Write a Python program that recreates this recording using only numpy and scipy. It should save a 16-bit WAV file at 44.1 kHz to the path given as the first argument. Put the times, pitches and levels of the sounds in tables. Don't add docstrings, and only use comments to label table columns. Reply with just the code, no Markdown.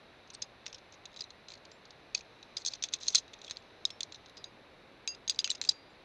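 import sys
import numpy as np
from scipy import signal
from scipy.fft import rfft, irfft, next_fast_len
from scipy.io import wavfile
from scipy.ndimage import uniform_filter1d

SR = 44100
rng = np.random.default_rng(int(sys.argv[2]) if len(sys.argv) > 2 else 0)


def to_wav(sig):
    pcm = np.clip(np.atleast_2d(sig), -1, 1) * 32767
    pcm = np.round(pcm).astype(np.int16)
    wavfile.write(sys.argv[1], SR, pcm.T)


def amplitude_ratio(level_db):
    exponent = np.asarray(level_db, float) / 20
    return 10 ** exponent


N = 266364
TOUCH_SAMPLES = 4096

# pitch_hz, level_db
HOUSING_COLOUR = [(470, -76.5), (800, -40), (1880, -27), (2940, -19), (3380, -7.5), (4110, -4.5),
                  (5540, -5.5), (6290, -1.5), (6970, -7.5), (7560, -14.5), (8990, -25.5), (12600, -41),
                  (16300, -73), (22000, -120)]
# start_s, stopped_at_s, first_mode_db, second_mode_db, third_mode_db
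FRAME_SWINGS = [(.439, 0.447, -68.5, -60, -54.5), (4.378, 4.438, -90, -53.5, -76),
                (4.442, 4.497, -99, -51.5, -54), (5.079, 5.147, -49, -31, -32.5),
                (5.279, 5.286, -66.5, -36.5, -32.5), (5.298, 5.312, -49.5, -30.5, -34),
                (5.318, 5.38, -90, -67.5, -63), (5.391, 5.406, -47.5, -28, -33.5),
                (5.444, 5.466, -43.5, -39.5, -33.5), (5.472, 5.496, -56.5, -80, -70),
                (5.515, 5.536, -57, -61.5, -44), (5.689, 5.697, -55, -17.5, -58.5)]


def along(points, hz):
    point_hz, value = np.transpose(points)
    return np.interp(np.log(hz + 1), np.log(point_hz + 1), value)


def causal(gain):
    cepstrum = irfft(np.log(gain + 1e-6))
    half = cepstrum.shape[-1] // 2
    cepstrum[..., 1:half] *= 2
    cepstrum[..., half + 1:] = 0
    return np.exp(rfft(cepstrum))


def hiss(spectrum):
    m = next_fast_len(N + 8192)
    gain = amplitude_ratio(along(spectrum, np.fft.rfftfreq(m, 1 / SR)))
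    x = irfft(rfft(rng.standard_normal(m)) * gain, m)[:N]
    return x / x.std()


def flutter(length, size):
    x = uniform_filter1d(rng.standard_normal(length), size)
    x = uniform_filter1d(x, size)
    return x / x.std()


def placed(rows, seconds):
    at = np.round(seconds * SR).astype(int) + np.arange(rows.shape[1])
    return np.bincount(at.ravel(), rows.ravel(), N + SR)[:N]


def heading(t):
    # time_s, heading (0-1)
    head_turn = [(0, 0.14), (1.4, 0.12), (2.2, 0.22), (3, 0.55), (3.7, 0.72), (4.3, 0.73), (4.7, 0.94),
                 (6.04, 0.86)]
    return np.clip(np.interp(t, *np.transpose(head_turn)), 0, 1)


def background():
    # pitch_hz, level_db (per Hz)
    air_colour = [(12, -43), (20, -11.5), (40, -7), (110, -3), (190, -6), (560, -3.5), (800, -5.5),
                  (1350, -9.5), (1700, -9.5), (2500, -10.5), (3200, -17), (3900, -11.5), (5000, -26.5),
                  (7300, -46), (12600, -46.5), (16300, -75)]
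    # pitch_hz, level_db (per Hz)
    valley_colour = [(1500, -44), (2400, -5.5), (3100, -14.5), (3900, -1.5), (4600, -12.5), (6300, -15.5),
                     (7500, -40.5)]
    # pitch_hz, level_db (per Hz)
    wall_colour = [(120, -18), (230, -1.5), (400, 3), (600, 0), (1000, -41.5)]
    t = np.arange(N) / SR
    turned = heading(t)
    facing_open_air = np.sin(np.pi * turned) ** 2
    rush = amplitude_ratio(-73 + 7 * facing_open_air) * hiss(valley_colour)
    wall_air = amplitude_ratio(-76 + 10 * turned) * hiss(wall_colour)
    whine_hz = SR / 4
    whine = amplitude_ratio(-88) * np.sin(2 * np.pi * whine_hz * t)
    whine += amplitude_ratio(-100) * np.sin(3 / 2 * np.pi * whine_hz * t)
    return amplitude_ratio(-58.5) * hiss(air_colour) + rush + wall_air + whine


def scrape():
    # start_s, length_s, level_db
    drags = [(0.333, .02, -57), (1.16, 0.097, -60), (1.484, 0.067, -61), (2.147, 0.069, -55),
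             (2.574, 0.0647, -54), (2.649, .05, -42.5), (2.701, 0.067, -57.5), (2.823, 0.053, -50),
             (2.92, 0.0506, -52.5), (3.001, 0.098, -52), (3.097, 0.0437, -51), (3.149, 0.0617, -44),
             (3.43, 0.087, -65), (5.302, 0.0845, -62), (5.386, 0.041, -52.5), (5.445, 0.0303, -47.5),
             (5.499, .05, -49.5), (5.619, 0.084, -53.5), (5.689, 0.037, -48)]
    t = np.arange(N) / SR
    stroke = np.zeros(N)
    for s, length, db in drags:
        start = np.clip((t - s) / 0.0044, 0, 1)
        fade = np.clip((s + length - t) / (.4 * length), 0, 1)
        stroke += amplitude_ratio(db) * start * fade
    grain = amplitude_ratio(3.5 * flutter(N, size=40))
    grain /= np.sqrt(np.mean(grain ** 2))
    colour = [p for p in HOUSING_COLOUR if p[0] < 7800] + [(9000, -34), (13000, -60)]
    return stroke * grain * amplitude_ratio(-3) * hiss(colour)


def ring(s, stop, hz, db, t60):
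    grip_t60 = .012
    t = np.arange(SR // 3) / SR
    held = np.clip(t - (stop - s), 0, None)
    waver_db = 1.64 * flutter(len(t), size=150)
    level = amplitude_ratio(db - 60 * t / t60 - 60 * held / grip_t60 + waver_db)
    level *= 1 - np.exp(-t / 0.00059)
    return level * np.sin(2 * np.pi * (hz * t + rng.random()))


def frames():
    # pitch_hz, t60_s
    first_modes = [(2729, 0.44), (4846, 0.162), (6462, 0.117), (9550, 0.075), (10410, 0.06)]
    # pitch_hz, t60_s
    second_modes = [(5385, 0.173), (7310, 0.218), (9520, 0.157)]
    # start_s, stopped_at_s, first_mode_db, second_mode_db, third_mode_db
    second_swings = [(1.713, 1.78, -66.5, -67, -94.5), (3.515, 3.56, -57, -80, -95),
                     (3.572, 3.604, -85, -71.5, -95), (3.904, 4.002, -49.5, -78, -94.5),
                     (4.004, 4.03, -69, -66, -78.5), (4.122, 4.146, -66.5, -66, -95),
                     (4.369, 4.42, -60, -78.5, -95), (5.613, 5.69, -69.5, -50, -69),
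                     (5.716, 5.8, -62, -71.5, -94.5)]
    # start_s, stopped_at_s, pitch_hz,
    # level_db, t60_s
    lone_pings = [(.338, .349, 8230, -54.5, .2), (.343, .349, 8230, -51, 0.205),
                  (.422, .45, 2600, -45, .034), (.421, .47, 5020, -34, .05), (.424, .46, 4000, -44.5, .04),
                  (.683, .76, 6465, -65, .16), (1.237, 1.265, 5910, -54.5, 0.077),
                  (2.1485, 2.18, 4542, -16, 0.0188), (2.1485, 2.2, 2542, -23.5, 0.02),
                  (2.1485, 2.18, 6485, -22, 0.0213), (3.853, 3.862, 5096, -23.5, 0.0296),
                  (3.086, 3.098, 6400, -28, 0.058), (3.16, 3.21, 9700, -64.5, 0.132),
                  (4.148, 4.18, 5900, -51, 0.068), (5.299, 5.306, 7785, -40, 0.096),
                  (5.444, 5.463, 3020, -30, 0.041), (5.495, 5.501, 2947, -35, .27),
                  (5.495, 5.498, 5650, -44, .1), (5.499, 5.517, 8460, -50, 0.224),
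                  (5.5035, 5.511, 7390, -26, 0.044), (5.65, 5.663, 8200, -62.5, 0.098),
                  (5.691, 5.7, 3945, -20, 0.048), (5.705, 6.035, 4753, -53, 0.578),
                  (5.617, 5.69, 6643, -53.5, .13), (5.617, 5.69, 4797, -56.5, 0.51),
                  (5.9, 5.93, 7300, -79, .3), (5.705, 5.72, 11700, -79.5, .1),
                  (5.08, 5.125, 9620, -65.5, 0.105), (5.299, 5.315, 9600, -59.5, 0.079),
                  (2.651, 2.666, 10300, -64.5, .06), (2.575, 2.587, 10300, -70, .06),
                  (2.958, 2.97, 8400, -74.5, .1), (4.296, 4.302, 11180, -69.5, .05),
                  (5.691, 5.699, 7500, -29, .04), (5.716, 5.8, 6605, -64.5, 0.22)]
    pings = list(lone_pings)
    for s, stop, *dbs in FRAME_SWINGS:
        dbs += [dbs[-1] - 36.5] * 2
        pings += [(s, stop, hz, db, t60) for (hz, t60), db in zip(first_modes, dbs)]
    for s, stop, *dbs in second_swings:
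        pings += [(s, stop, hz, db, t60) for (hz, t60), db in zip(second_modes, dbs)]
    return placed(np.array([ring(*row) for row in pings]), np.array(pings)[:, :1])


def chatter():
    # start_s, length_s, level_db, pitch_hz
    slides = [(0.691, 0.0138, -53.5, 3400), (0.75, 0.0108, -46, 3500), (0.779, 0.0084, -48.5, 3650),
              (0.921, 0.0318, -50, 6040), (1.107, 0.0605, -53, 3900), (3.864, 0.0292, -47, 3500),
              (2.164, .034, -44, 4390), (2.845, 0.0214, -45.5, 3900), (2.946, 0.0212, -51.5, 4150),
              (3.433, 0.037, -47.5, 3400), (5.517, 0.059, -50, 3600), (5.702, 0.02, -45, 4250)]
    count = 4
    taps = []
    for s, length, db, hz in slides:
        for k, (late, size, tone) in enumerate(rng.standard_normal((count, 3))):
            tap_s = s + length * (k + .5 + late / 4) / count
            taps.append((tap_s, db + 3 * size, hz * (1 + .08 * tone)))
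    return taps


def touches():
    # start_s, peak_db, pitch_hz (strongest
    light_taps = [(.275, -49.5, 6500), (.3022, -37, 6020), (.3377, -47, 6080), (.3487, -32.5, 4400),
                  (.659, -40, 4890), (.6796, -36, 5350), (.728, -34, 5850), (.745, -32.5, 5465),
                  (1.055, -32.5, 3953), (1.1622, -36.5, 3780), (1.1722, -34, 3970), (1.192, -35, 3970),
                  (1.207, -26, 4890), (1.2187, -31, 4035), (1.24, -32, 3940), (1.3047, -35.5, 4086),
                  (1.4844, -34.5, 4010), (1.5036, -34, 4080), (1.5193, -35, 4110), (1.5372, -36, 4470),
                  (1.5532, -40.5, 4490), (1.652, -41.5, 4550), (1.716, -41, 4980), (1.8536, -42.5, 4480),
                  (1.9064, -37.5, 4660), (2.1784, -34.5, 4570), (2.208, -36, 2500), (2.4278, -35.5, 3915),
                  (2.619, -37.5, 4250), (2.8866, -33, 3770), (2.929, -34, 6370), (3.01, -36.5, 4000),
                   (3.059, -35, 4200), (3.1024, -30, 6100), (3.124, -36.5, 5940), (3.1943, -38, 5950),
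                   (3.279, -43.5, 3870), (3.4162, -35.5, 3620), (3.4456, -32.5, 3660),
                   (3.4795, -34.5, 3310), (3.498, -30.5, 3850), (3.6226, -51, 2440), (3.904, -30, 3458),
                   (4.122, -32.5, 4010), (4.1452, -34.5, 3930), (4.1578, -40, 3930), (4.2602, -42, 3850),
                   (4.296, -45, 3900), (4.3692, -40, 5000), (5.148, -36.5, 4992), (5.3457, -37, 3850),
                   (5.4143, -37, 3220), (5.496, -36, 2940), (5.5496, -33, 4930), (5.5532, -32.5, 5150),
                   (5.649, -27.5, 3920), (5.675, -34, 4480), (5.7143, -36, 4840),
                  (.334, -44.5, 5000), (1.1414, -45, 3910), (1.1676, -42.5, 4500),
                      (1.1965, -40.5, 6000), (1.5753, -47, 4000), (2.706, -42.5, 4500),
                      (2.714, -38.5, 4220), (2.7217, -37, 5200), (2.751, -38, 5980), (2.7547, -38.5, 4070),
                      (2.8509, -39, 5880), (2.959, -40.5, 4100), (2.9868, -45, 3880), (3.0178, -37.5, 5300),
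                      (3.027, -37, 4000), (3.0384, -36, 3820), (3.046, -41, 6000), (3.1306, -35.5, 4400),
                      (3.137, -33.5, 3590), (3.171, -33, 4100), (3.1742, -35.5, 4300), (3.389, -48.5, 6020),
                      (3.4413, -46, 5500), (3.463, -46.5, 3700), (3.5605, -43.5, 4000), (4.284, -49, 3900),
                      (4.372, -39, 4240), (4.3767, -39.5, 5190), (5.36, -39.5, 4900), (5.5784, -46, 3840),
                      (5.709, -34.5, 3800), (5.7186, -38.5, 4700)]
    # start_s, peak_db, pitch_hz, low_share_db, t60_s
    hard_blows = [(2.1455, -37.5, 6020, -7.5, .01), (2.1485, -16.5, 4320, -11.5, 0.0123),
                  (2.1536, -32, 4410, 3, .018), (2.5678, -23, 3965, -6, 0.0124),
                  (2.5703, -19.5, 4910, -7, 0.0253), (2.5798, -30.5, 4900, -10, 0.0096),
                  (2.5826, -34, 5100, -8.5, .015), (2.6498, -22, 4000, -18, 0.0137),
                  (2.66, -26.5, 6380, -18.5, 0.0122), (2.6624, -16, 6297, -20.5, 0.0137),
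                  (2.6668, -28, 6400, -20.5, 0.016), (2.6724, -22, 6180, -19, 0.0102),
                  (2.6755, -23, 4310, -19, 0.0093), (2.679, -25, 6400, -19, .018),
                  (2.6825, -22.5, 4890, -26.5, 0.0078), (2.6849, -21, 4400, -23.5, 0.019),
                  (2.736, -24, 4606, -6.5, 0.0258), (2.8243, -24.5, 3780, -4, 0.0092),
                  (2.8263, -22.5, 6015, -11, 0.0145), (2.832, -34.5, 6200, -9, .012),
                  (2.8385, -14.5, 6200, -8, 0.0074), (2.8415, -24.5, 3730, 1.5, 0.021),
                  (2.9368, -15.5, 3890, -4.5, 0.0103), (2.939, -16.5, 6395, -4, .011),
                  (2.9425, -27, 6260, -8.5, 0.018), (3.033, -28.5, 4230, -14.5, .014),
                  (3.0676, -31, 4060, 0, .02), (3.0768, -27.5, 5900, -18.5, 0.0224),
                  (3.0822, -12.5, 6227, -14.5, 0.00505), (3.0834, -10.5, 4383, -14, 0.0108),
                  (3.1445, -30, 6200, -15, .015), (3.1484, -8.5, 4400, -6, 0.0096),
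                  (3.1505, -16, 6250, -15, 0.0142), (3.1544, -6, 6398, -15, 0.0073),
                  (3.156, -8.5, 4252, -17.5, .022), (3.1656, -20, 4300, -16, 0.0102),
                  (3.1778, -22, 6100, -19.5, 0.0128), (3.1821, -18.5, 4100, -13.5, .008),
                  (3.1845, -22, 6280, -14, 0.019),
                  (.4192, -33, 4900, -18, 0.0142), (.4213, -22, 6600, -13.5, 0.016),
                      (.424, -25, 6500, -18, .018), (.6643, -24.5, 3674, 3, 0.0135),
                      (.668, -30, 5800, 0, 0.0128), (3.334, -37.5, 3500, -1.5, 0.0216),
                      (3.3383, -32.5, 3600, -0.5, 0.022), (3.51, -21, 4163, -1.5, 0.0059),
                      (3.516, -35, 3770, 4, 0.031), (3.57, -25, 4480, -2.5, 0.0109),
                      (3.8526, -10, 3728, -15, 0.0122), (4.0066, -21, 3700, -4.5, 0.0193),
                      (4.0317, -20, 4150, -15, .017), (4.442, -27, 3830, -13, .016),
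                      (5.0761, -17.5, 3850, -1.5, .047), (5.2781, -21, 3800, 1, 0.0067),
                      (5.281, -32, 6500, 0, .02), (5.294, -32, 3800, -7, 0.014),
                      (5.2968, -10.5, 4827, -12.5, 0.0069), (5.3, -25, 3684, -9, 0.0117),
                      (5.3113, -29, 4800, -10.5, 0.0062), (5.388, -33, 4800, -7.5, 0.0114),
                      (5.3904, -9, 4837, -10.5, 0.0087), (5.4435, -17.5, 3850, -1, 0.0083),
                      (5.4448, -18, 4810, -1.5, 0.0143), (5.4757, -25, 2464, 5.5, 0.0115),
                      (5.503, -14, 3910, -6.5, 0.009), (5.5072, -25, 3920, -2.5, .015),
                      (5.5142, -17, 3780, -2, 0.013), (5.6148, -16.5, 3900, -6, 0.0094),
                      (5.6385, -32, 3900, -3.5, .012), (5.6405, -29.5, 3700, -4, .008),
                      (5.69, -17, 4610, -11, .015), (5.6922, -7.5, 4780, -16, 0.0131)]
    low_share_db, tap_t60 = -5, 0.0264
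    taps = light_taps + chatter()
    return hard_blows + [tuple(row) + (low_share_db, tap_t60) for row in taps]


def blows(s, t60, roughness):
    rise_s = .0002
    t = np.arange(TOUCH_SAMPLES) / SR
    start, stop = np.transpose(FRAME_SWINGS)[:2]
    free = ((s > start - .003) & (s < stop - .004)).any(axis=1, keepdims=True)
    t60 = np.clip(.8 * t60, .003, np.where(free, .012, .08))
    blow = rng.standard_normal(roughness.shape) * amplitude_ratio(2 * roughness) * amplitude_ratio(-60 * t / t60)
    blow *= (1 - np.exp(-t / (rise_s + 0.013 * t60))) ** 2
    blow[:, round(3 * rise_s * SR)] += amplitude_ratio(-21) * np.sqrt(t60[:, 0] * SR)
    return blow


def rock_scatter(roughness):
    t = np.arange(TOUCH_SAMPLES) / SR
    scatter = rng.standard_normal(roughness.shape) * amplitude_ratio(-20 - 60 * t / 0.0768)
    scatter *= 1 - np.exp(-t / 0.0018)
    lumps = uniform_filter1d(roughness, size=50, axis=1)
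    scatter *= amplitude_ratio(3 * lumps / lumps.std())
    return scatter * np.clip((TOUCH_SAMPLES - np.arange(TOUCH_SAMPLES)) / 600, 0, 1)


def touch_colour(s, db, low_db, hz):
    gear_modes = [2600, 3500, 3850, 4150, 4864, 5423, 5907, 6342, 6500, 7352, 8263, 9570, 10630]
    low = 1 / (1 + (hz / 3100) ** 12)
    high = 1 - 1 / (1 + (hz / 5300) ** 12)
    high_db = -4.5 + rng.standard_normal(s.shape)
    colour = amplitude_ratio(along(HOUSING_COLOUR, hz) + low * (low_db + 18.0) + high * (high_db + 1.0))
    treble_db = -2 + 5 * heading(s) ** 8.3 + 0.332 * (db + 21)
    treble_db += 6 * ((s > 3.3) & (s < 4.1))
    colour *= amplitude_ratio(-treble_db / (1 + (hz / 7600) ** 12))
    choked = np.ones_like(colour)
    for mode_hz in gear_modes:
        strength = amplitude_ratio(-5.0 + 2.58 * rng.standard_normal(s.shape))
        choked += strength / (1 + ((hz - mode_hz) / 90) ** 2)
    return colour * choked


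def contacts():
    s, db, peak_hz, low_db, t60 = np.transpose(touches())[:, :, None]
    hz = np.fft.rfftfreq(TOUCH_SAMPLES, 1 / SR)
    roughness = rng.standard_normal((len(s), TOUCH_SAMPLES))
    struck = 1 + amplitude_ratio(10) / (1 + ((hz - peak_hz) / 170) ** 2)
    sound = rfft(blows(s, t60, roughness), axis=1) * causal(struck)
    sound += rfft(rock_scatter(roughness), axis=1) / (1 + 1j * hz / 9500) ** 3
    rows = irfft(sound * causal(touch_colour(s, db, low_db, hz)), TOUCH_SAMPLES)
    power = np.abs(uniform_filter1d(rows ** 2, size=40, axis=1))
    top = np.sqrt(power.max(axis=1, keepdims=True))
    return placed(rows / top * amplitude_ratio(db - 8), s - .0005)


def scene():
    return np.tile(background() + scrape() + frames() + contacts(), (2, 1))


def top_cut(x):
    return signal.sosfilt(signal.butter(12, 12700, fs=SR, output="sos"), x)


def record(dry):
    own_colour = [(3000, -42.0), (6000, -2.5), (12500, -9), (13000, -62.0)]
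    own = amplitude_ratio(-87.0) * np.array([hiss(own_colour) for _ in dry])
    treble = signal.sosfilt(signal.butter(4, 2200, "high", fs=SR, output="sos"), dry[0])
    treble_flicker = amplitude_ratio(-37.5) * treble * hiss([(10, 11.5), (150, -3.5), (400, -43.0)])
    wide = dry + own + np.array([treble_flicker, -treble_flicker])
    below_top = np.fft.rfftfreq(N, 1 / SR) < 12750
    limited = irfft(rfft(wide, axis=1) * below_top, N)
    return top_cut(limited)


dry = scene()
out = record(dry)
to_wav(out)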